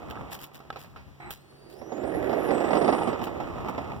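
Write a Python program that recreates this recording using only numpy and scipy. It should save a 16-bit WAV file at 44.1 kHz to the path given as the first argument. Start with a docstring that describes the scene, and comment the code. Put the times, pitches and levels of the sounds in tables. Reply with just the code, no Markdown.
"""An electric longboard on an asphalt trail, heard from a phone in the rider's hand.
It coasts, the asphalt shaking its wheels, while wind buffets the two microphone ports over a faint hum
and hiss. The grip clicks and rustles, and knocks ring the deck. At 1.2 s the motor engages with a groan
and pulls away with a rising whine; the wheels drum the deck and thump over seams. From 3.15 s the
motor is silent and the board coasts on. Throughout, the phone widens the stereo picture."""
import sys
import numpy as np
from scipy import signal
from scipy.fft import rfft, irfft
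from scipy.io import wavfile
from scipy.ndimage import uniform_filter1d

SR = 44100
rng = np.random.default_rng(int(sys.argv[2]) if len(sys.argv) > 2 else 0)


def int16_out(signal):
    """Quantize to a 16-bit WAV file."""
    q = np.round(np.clip(np.atleast_2d(signal).T, -1, 1) * 32767)
    wavfile.write(sys.argv[1], SR, q.astype(np.int16))


N = 176400
TIME, FREQ = np.arange(N) / SR, np.arange(N // 2 + 1) * SR / N
TOP_HZ = 15900  # upper band limit
BUMP_RISE_S = 0.0018

# wheels striking seams and cracks: t/s, deck thud level/dB, truck rattle level/dB
SEAMS = [(1.661, -50, -75), (1.813, -32, -68), (1.919, -25, -50), (1.969, -31.5, -47), (2.034, -26.5, -56),
         (2.139, -32, -55), (2.293, -23, -38), (2.328, -21, -35.5), (2.486, -21, -50), (2.506, -18.5, -37),
         (2.605, -25, -43), (2.64, -22.5, -33.5), (2.705, -16, -41), (2.731, -20, -28.5),
         (2.751, -16.5, -37), (2.768, -18, -34), (2.813, -14, -46), (2.844, -17.5, -33.5),
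         (2.877, -13, -33), (2.889, -21, -35), (2.925, -13, -29), (2.98, -28, -32.5), (3.015, -22.5, -38),
         (3.072, -20.5, -33), (3.088, -28, -37), (3.128, -26, -35.5), (3.191, -38, -37),
         (3.214, -27, -34.5), (3.268, -31, -34.5), (3.4, -46, -35), (3.656, -34, -42.5), (3.683, -48, -31),
         (3.778, -26, -33)]


def undb(db):
    """Amplitude ratio of a level in decibels."""
    return 10 ** (np.asarray(db) / 20)


def unit(x):
    """Normalisation to rms 1."""
    return x / np.sqrt(np.mean(x ** 2))


def curve(rows, column=1):
    """Linear interpolation of one table column in time."""
    rows = np.array(rows)
    return np.interp(TIME, rows[:, 0], rows[:, column])


def response(points):
    """Magnitude response through (f/Hz, gain/dB) points on a logarithmic frequency axis."""
    hz, db = np.array(points).T
    return undb(np.interp(np.log(FREQ + 1), np.log(hz), db))


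def colour(x, points, band=slice(None)):
    """Minimum-phase filter, scaled so that unit white noise leaves with rms 1 within the band."""
    gain = response(points)
    gain = gain / np.sqrt(np.sum(gain[band] ** 2) / len(gain))
    cepstrum = irfft(np.log(gain), N)
    cepstrum[1:N // 2] *= 2  # folding onto positive time makes the filter causal
    cepstrum[N // 2 + 1:] = 0
    impulse_response = irfft(np.exp(rfft(cepstrum)), N)[None, :4096]
    return signal.fftconvolve(x, impulse_response)[:, :N]


def resonance(x, hz, width_hz):
    """Lorentzian band around one resonance, at rms 1."""
    return unit(irfft(rfft(x) / (1 + ((FREQ - hz) / (width_hz / 2)) ** 2), N))


def walk(rate_hz):
    """Low-pass noise: a smooth random fluctuation of rms 1."""
    span = max(int(SR / rate_hz), 2)
    smoothed = uniform_filter1d(rng.standard_normal(N), span, mode="wrap")
    return unit(uniform_filter1d(smoothed, span, mode="wrap"))


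def ports(left_db):
    """Incoherent white noise at the left and right ports."""
    return rng.standard_normal((2, N)) * np.array([[undb(left_db)], [1]])


def blow(start, rise, decay):
    """Envelope of a transient: linear rise, exponential decay."""
    age = TIME - start
    return np.clip(age / rise, 0, 1) * np.exp(-np.maximum(age - rise, 0) / decay)


def grit(per_s, spread_db, decay_s, bed):
    """Shot-noise envelope: random grains of uneven size over a smooth bed."""
    hits = (rng.random(N) < per_s / SR) * undb(spread_db * np.clip(rng.standard_normal(N), -2, 2))
    grains = signal.lfilter([1], [1, -np.exp(-1 / (decay_s * SR))], hits)
    return unit(np.hypot(unit(grains), bed))


def rolling():
    """Roughness excitation: asphalt grains stir the wheels and trucks, and seams make them rattle."""
    # rolling noise: t/s, level/dB
    levels = [(0.0, -48), (0.2, -45.5), (0.5, -58.5), (0.89, -60.5), (0.98, -65), (1.55, -66.5), (1.8, -64),
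              (1.98, -50), (2.08, -49), (2.46, -39), (2.82, -37.5), (3.06, -37.5), (3.2, -43), (3.44, -43),
              (3.64, -42.5), (3.91, -42.5), (4.0, -51)]
    # response of the wheels and trucks: f/Hz, relative level/dB
    spectrum = [(60, -30), (200, 1.5), (350, 2), (480, 0.5), (630, 1), (820, 1), (1000, -3.5), (1300, -4.5),
                (1550, -18), (2050, -12.5), (2600, -18), (4000, -29), (7000, -37), (10000, -46.5),
                (15500, -42.5)]
    grains = grit(per_s=200, spread_db=3.9, decay_s=.0015, bed=1.5)
    jolts = sum(undb(db) * blow(t, BUMP_RISE_S, decay=0.016) for t, _, db in SEAMS)
    force = np.hypot(grains * undb(curve(levels)), jolts)  # incoherent sources add in power
    return colour(ports(left_db=-6.5) * force, spectrum, band=(FREQ > 900) & (FREQ < 1500))


def wind():
    """Turbulent pressure: low buffeting, incoherent between the two ports."""
    # wind at the right port: t/s, level/dB
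    levels = [(0.0, -53.5), (0.2, -48.5), (0.44, -67), (1.08, -53.5), (1.17, -59.5), (1.3, -54),
              (1.34, -66.5), (1.99, -59), (2.03, -48), (2.13, -53), (2.15, -42), (2.26, -53), (2.29, -51.5),
              (3.91, -44.5), (3.97, -42), (4.0, -51)]
    # spectrum of the buffeting: f/Hz, relative level/dB
    spectrum = [(20, -34), (35, -17), (52, 1), (85, 0), (130, -1.5), (220, -6.5), (400, -16), (1000, -53)]
    pressure = ports(left_db=5) * undb(curve(levels) + 2 * walk(29))
    return colour(pressure, spectrum, band=(FREQ > 40) & (FREQ < 130))


def hum(centre_hz=139, level_db=-61):
    """Random modulation: a faint low tone wavers in frequency and amplitude."""
    hz = centre_hz * (1 + .02 * walk(18))
    amplitude = np.sqrt(2) * undb(level_db + 2 * walk(15))
    return amplitude * np.sin(2 * np.pi * np.cumsum(hz) / SR)


def air(level_db=-65):
    """Ambient noise: a faint, nearly steady outdoor hiss."""
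    # spectrum of the outdoor air: f/Hz, relative level/dB
    spectrum = [(100, -4), (400, -7), (900, -7.5), (2000, -6.5), (3500, -13), (6000, -18.5), (10000, -27),
                (15500, -22)]
    return colour(ports(left_db=2.5) * undb(level_db + 0.42 * walk(14)), spectrum)


def clicks():
    """Impulsive noise: the grip ticks near the ports, crisp or dull according to its spectral tilt."""
    # clicks of the grip: t/s, level/dB, decay/s, tilt/(dB per octave)
    ticks = [(.099, -40, .003, -1), (.108, -37, 0.0067, -5), (0.319, -33, 0.0026, -11),
             (0.389, -42, 0.0065, -1.5), (0.439, -33, 0.0058, -0.5), (0.563, -46, 0.0068, -10),
             (1.305, -28.5, 0.011, 1.5), (1.726, -46, 0.0026, -3), (3.239, -33, 0.0046, -4.5),
             (3.689, -43, .004, 0)]
    # click spectrum before the tilt: f/Hz, relative level/dB
    spectrum = [(300, -15), (1500, 1), (3200, 11), (5000, -2.5), (7000, -2), (9500, -6.5), (11500, 3),
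                (13500, 5), (15500, 8)]
    noise, out = ports(left_db=-8.5), 0
    for t, db, decay, tilt in ticks:
        tilted = [(hz, level + tilt * np.log2(hz)) for hz, level in spectrum]
        out = out + colour(noise * undb(db) * blow(t, .001, decay), tilted)
    return out


def knocks():
    """Modal ringing: each impact rings the board, duller for a longer contact, and leaves a rattle."""
    # deck and truck knocks: t/s, ring level/dB, contact time/s, rattle level/dB, rattle decay/s
    impacts = [(0.108, -39, 0.000087, -32, 0.0036), (.155, -41, .00015, -38, 0.0033),
               (0.173, -30, 0.00016, -48, 0.0037), (0.603, -32, 0.00027, -45, 0.0071),
               (0.7031, -25.5, 0.000061, -28, 0.0024), (.726, -34, .0003, -41.5, 0.018),
               (0.7595, -28.5, 0.00025, -35.5, 0.0073), (.7685, -26.5, 0.00042, -42, 0.02),
               (0.845, -49, .00012, -44, 0.014), (.961, -38, 0.00012, -44.5, 0.046),
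               (1.201, -32, 0.00036, -47, .006), (1.225, -38, 0.00024, -44, .004),
               (1.307, -34, 0.00011, -36, 0.0058)]
    # modes of the board: f/Hz, relative level/dB, decay/s
    modes = [(800, -7, 0.0056), (1110, -19, 0.0033), (1310, -1.5, 0.0052), (1587, -3, 0.0029),
             (2920, -19, 0.0066), (3400, -19, 0.0061)]
    # spectrum of the rattle: f/Hz, relative level/dB
    spectrum = [(100, -42), (450, 5.5), (740, 0.5), (980, 1), (1350, -2), (1700, -7), (2400, -4),
                (3300, -16), (4500, -12.5), (8000, -34), (15000, -31)]
    force, rattle = np.zeros(N), np.zeros(N)
    for t, ring_db, contact, rattle_db, decay in impacts:
        push = np.exp(-((TIME - t) / contact) ** 2)
        force += undb(ring_db) * push / push.sum()
        rattle += undb(rattle_db) * blow(t, .0005, decay)
    age = TIME[:SR // 10]
    board = sum(undb(db) * np.exp(-age / decay) * np.sin(2 * np.pi * hz * age) for hz, db, decay in modes)
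    ring = signal.fftconvolve(force, board)[:N] * np.array([[undb(-5.5)], [1]])
    return ring + colour(ports(left_db=-8.5) * rattle, spectrum)


def scrapes():
    """Friction noise: the grip rubs close to the ports in bright, grainy bursts."""
    # rustles of the grip: t/s, level/dB, rise/s, decay/s
    rustles = [(0.301, -36.5, 0.03, 0.022), (.395, -43.5, 0.038, 0.019), (0.529, -49, 0.022, 0.025),
               (0.778, -47, 0.032, 0.032), (1.312, -44, 0.0069, 0.032), (1.69, -56, 0.011, 0.053),
               (2.025, -59, .005, 0.013), (3.219, -44, 0.021, 0.023), (3.684, -51, 0.0042, 0.013)]
    # spectrum of the friction: f/Hz, relative level/dB
    spectrum = [(300, 13.5), (1500, 8.5), (3200, 5.5), (5000, 2.5), (7000, -1), (9500, -2.5), (11500, 2),
                (13500, -6), (15200, 13), (16000, -15)]
    rub = sum(undb(db) * blow(t, rise, decay) for t, db, rise, decay in rustles)
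    grains = grit(per_s=350, spread_db=4, decay_s=.0009, bed=.6)
    return colour(ports(left_db=0.5) * rub * grains, spectrum)


def whine():
    """Forced vibration: a tone follows the motor speed and drives the housing; side bands make it rasp."""
    # course of the whine: t/s, f/Hz, relative level/dB, flutter as a share of f
    motor = [(1.19, 3950, -84, 0.0021), (1.22, 3980, -67, 0.01), (1.37, 4100, -72, 0.012),
             (1.44, 4280, -74, 0.011), (1.66, 4620, -66, 0.012), (1.74, 4560, -65, 0.023),
             (1.80, 5400, -65, 0.024), (1.87, 5850, -65, 0.017), (1.94, 6750, -55, 0.014),
             (2.03, 7350, -68, 0.015), (2.08, 9000, -56.5, 0.02), (2.16, 10900, -52.5, 0.018),
             (2.28, 13300, -52, .045), (2.40, 12500, -51, 0.048), (2.48, 10700, -52, 0.03),
             (2.53, 8200, -57, 0.031), (2.64, 7900, -59.5, 0.026), (2.77, 8680, -53, 0.018),
             (3.01, 9400, -49, 0.031), (3.10, 8300, -59.5, 0.034), (3.15, 7900, -79, 0.018)]
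    # harmonics of the whine: order, relative level/dB
    harmonics = [(1, -1), (2, -3), (3, -11)]
    # response of the motor housing: f/Hz, gain/dB
    housing = [(3500, 9.5), (7000, 2), (8200, 8.5), (8950, 9), (9800, -10.5), (10900, 13), (11800, -15),
               (13200, -6), (15500, -19)]
    flutter = curve(motor, column=3)
    jitter = flutter * (walk(750) + 0.4 * walk(55))
    waver = .011 * walk(30)  # slow drift of the motor speed
    hz = curve(motor) * (1 + jitter + waver)
    phase = 2 * np.pi * np.cumsum(hz) / SR
    tone = sum(undb(db) * (k * hz < TOP_HZ) * np.sin(k * phase) for k, db in harmonics)
    tone += 4.2 * flutter * np.sin(0.86 * phase)  # a second strand below the fundamental
    shake = np.array([undb(-9) * walk(110), np.full(N, undb(-2))])  # fluctuating left, steady right
    rasp = 15.5 * flutter * np.array([walk(1500), walk(1500)])
    radiated = irfft(rfft(tone * (shake + rasp)) * response(housing), N)
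    ring = undb(-26) * resonance(ports(left_db=-3), hz=8950, width_hz=320)
    running = (TIME > motor[0][0]) & (TIME < motor[-1][0])
    return running * undb(curve(motor, column=2) + 1) * (radiated + ring)


def groan(start_s=1.199, length_s=0.101, level_db=-44):
    """Noise-driven resonance: the motor groans briefly as it takes the load."""
    # resonances of the motor: f/Hz, width/Hz, relative level/dB
    peaks = [(347, 42, 4.5), (797, 140, -1), (1190, 770, -12), (2140, 400, -8)]
    body = sum(undb(db) / (1 + ((FREQ - hz) / (width / 2)) ** 2) for hz, width, db in peaks)
    attack = np.clip((TIME - start_s) / 0.0042, 0, 1)
    release = np.clip((start_s + length_s - TIME) / 0.0097 + 1, 0, 1)
    return unit(irfft(rfft(ports(left_db=-6)) * body, N)) * attack * release * undb(level_db)


def deck():
    """Structure-borne sound: the driven wheels drum the deck and thump over seams, mostly on the right."""
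    # drumming under drive: t/s, relative level/dB
    levels = [(1.5, -68.5), (1.61, -63), (1.74, -53), (1.89, -46), (2.0, -37), (2.16, -31), (2.28, -30),
              (2.74, -30), (2.97, -35.5), (3.17, -39.5), (3.5, -32)]
    # spectrum of the drumming: f/Hz, relative level/dB
    drum_spectrum = [(30, -53), (60, -41), (140, -9.5), (200, -7), (300, -1.5), (390, -6), (490, 4.5),
                     (620, 1.5), (800, -5), (1000, -28.5), (1500, -21), (2000, -16.5), (3000, -36.5),
                     (8000, -50)]
    # spectrum of the thuds: f/Hz, relative level/dB
    thud_spectrum = [(80, -28.5), (250, -1), (400, -4), (750, -2.5), (1000, -14.5), (1500, -30.5),
                     (2000, -20.5), (3000, -41), (5000, -34.5), (9000, -74), (15000, -67)]
    # share of the deck's sound that also reaches the left port: f/Hz, relative gain/dB
    leak_spectrum = [(60, 1), (130, 20), (220, 7), (320, 14.5), (450, -34), (800, -28), (2000, -30)]
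    driven = np.clip((TIME - 1.35) / 0.078, 0, 1) * np.clip((3.6 - TIME) / 0.59, 0, 1)
    drum_db = curve(levels)
    grains = grit(per_s=240, spread_db=3, decay_s=.002, bed=1.1)
    force = ports(left_db=-30) * undb(drum_db + 3.5) * grains
    drum = colour(force, drum_spectrum, band=(FREQ > 250) & (FREQ < 600))
    # the main resonance speaks first and grows more slowly than the drumming
    boom = resonance(ports(left_db=-26), hz=366, width_hz=135) * undb(0.77 * drum_db - 7.5)
    thuds = sum(undb(db) * blow(t, BUMP_RISE_S, decay=0.015) for t, db, _ in SEAMS)
    direct = driven * (drum + boom) + colour(ports(left_db=-32) * thuds, thud_spectrum)
    leak = irfft(rfft(direct[1]) * response(leak_spectrum), N)
    return direct + np.array([[undb(-25)], [0]]) * leak


def scene():
    """Superposition of all sources at the two ports."""
    board = rolling() + deck() + whine() + groan() + knocks()
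    return board + scrapes() + clicks() + wind() + hum() + air()


def record(dry):
    """Delay-and-subtract widening: the phone takes each delayed port from the other, then cuts the top."""
    # crossfeed between the ports: f/Hz, gain/dB
    crossfeed = [(40, -3), (100, -26.5), (200, -68), (450, -62), (700, -10), (1100, -6), (2200, -1.5),
                 (15000, -6.5)]
    delay_s = .000458
    spectrum = rfft(dry)
    feed = response(crossfeed) * np.exp(-2j * np.pi * FREQ * delay_s)
    wide = irfft(spectrum - feed * spectrum[::-1], N)
    return signal.sosfilt(signal.ellip(10, .2, 80, TOP_HZ, fs=SR, output="sos"), wide)


dry = scene()
out = record(dry)
int16_out(out)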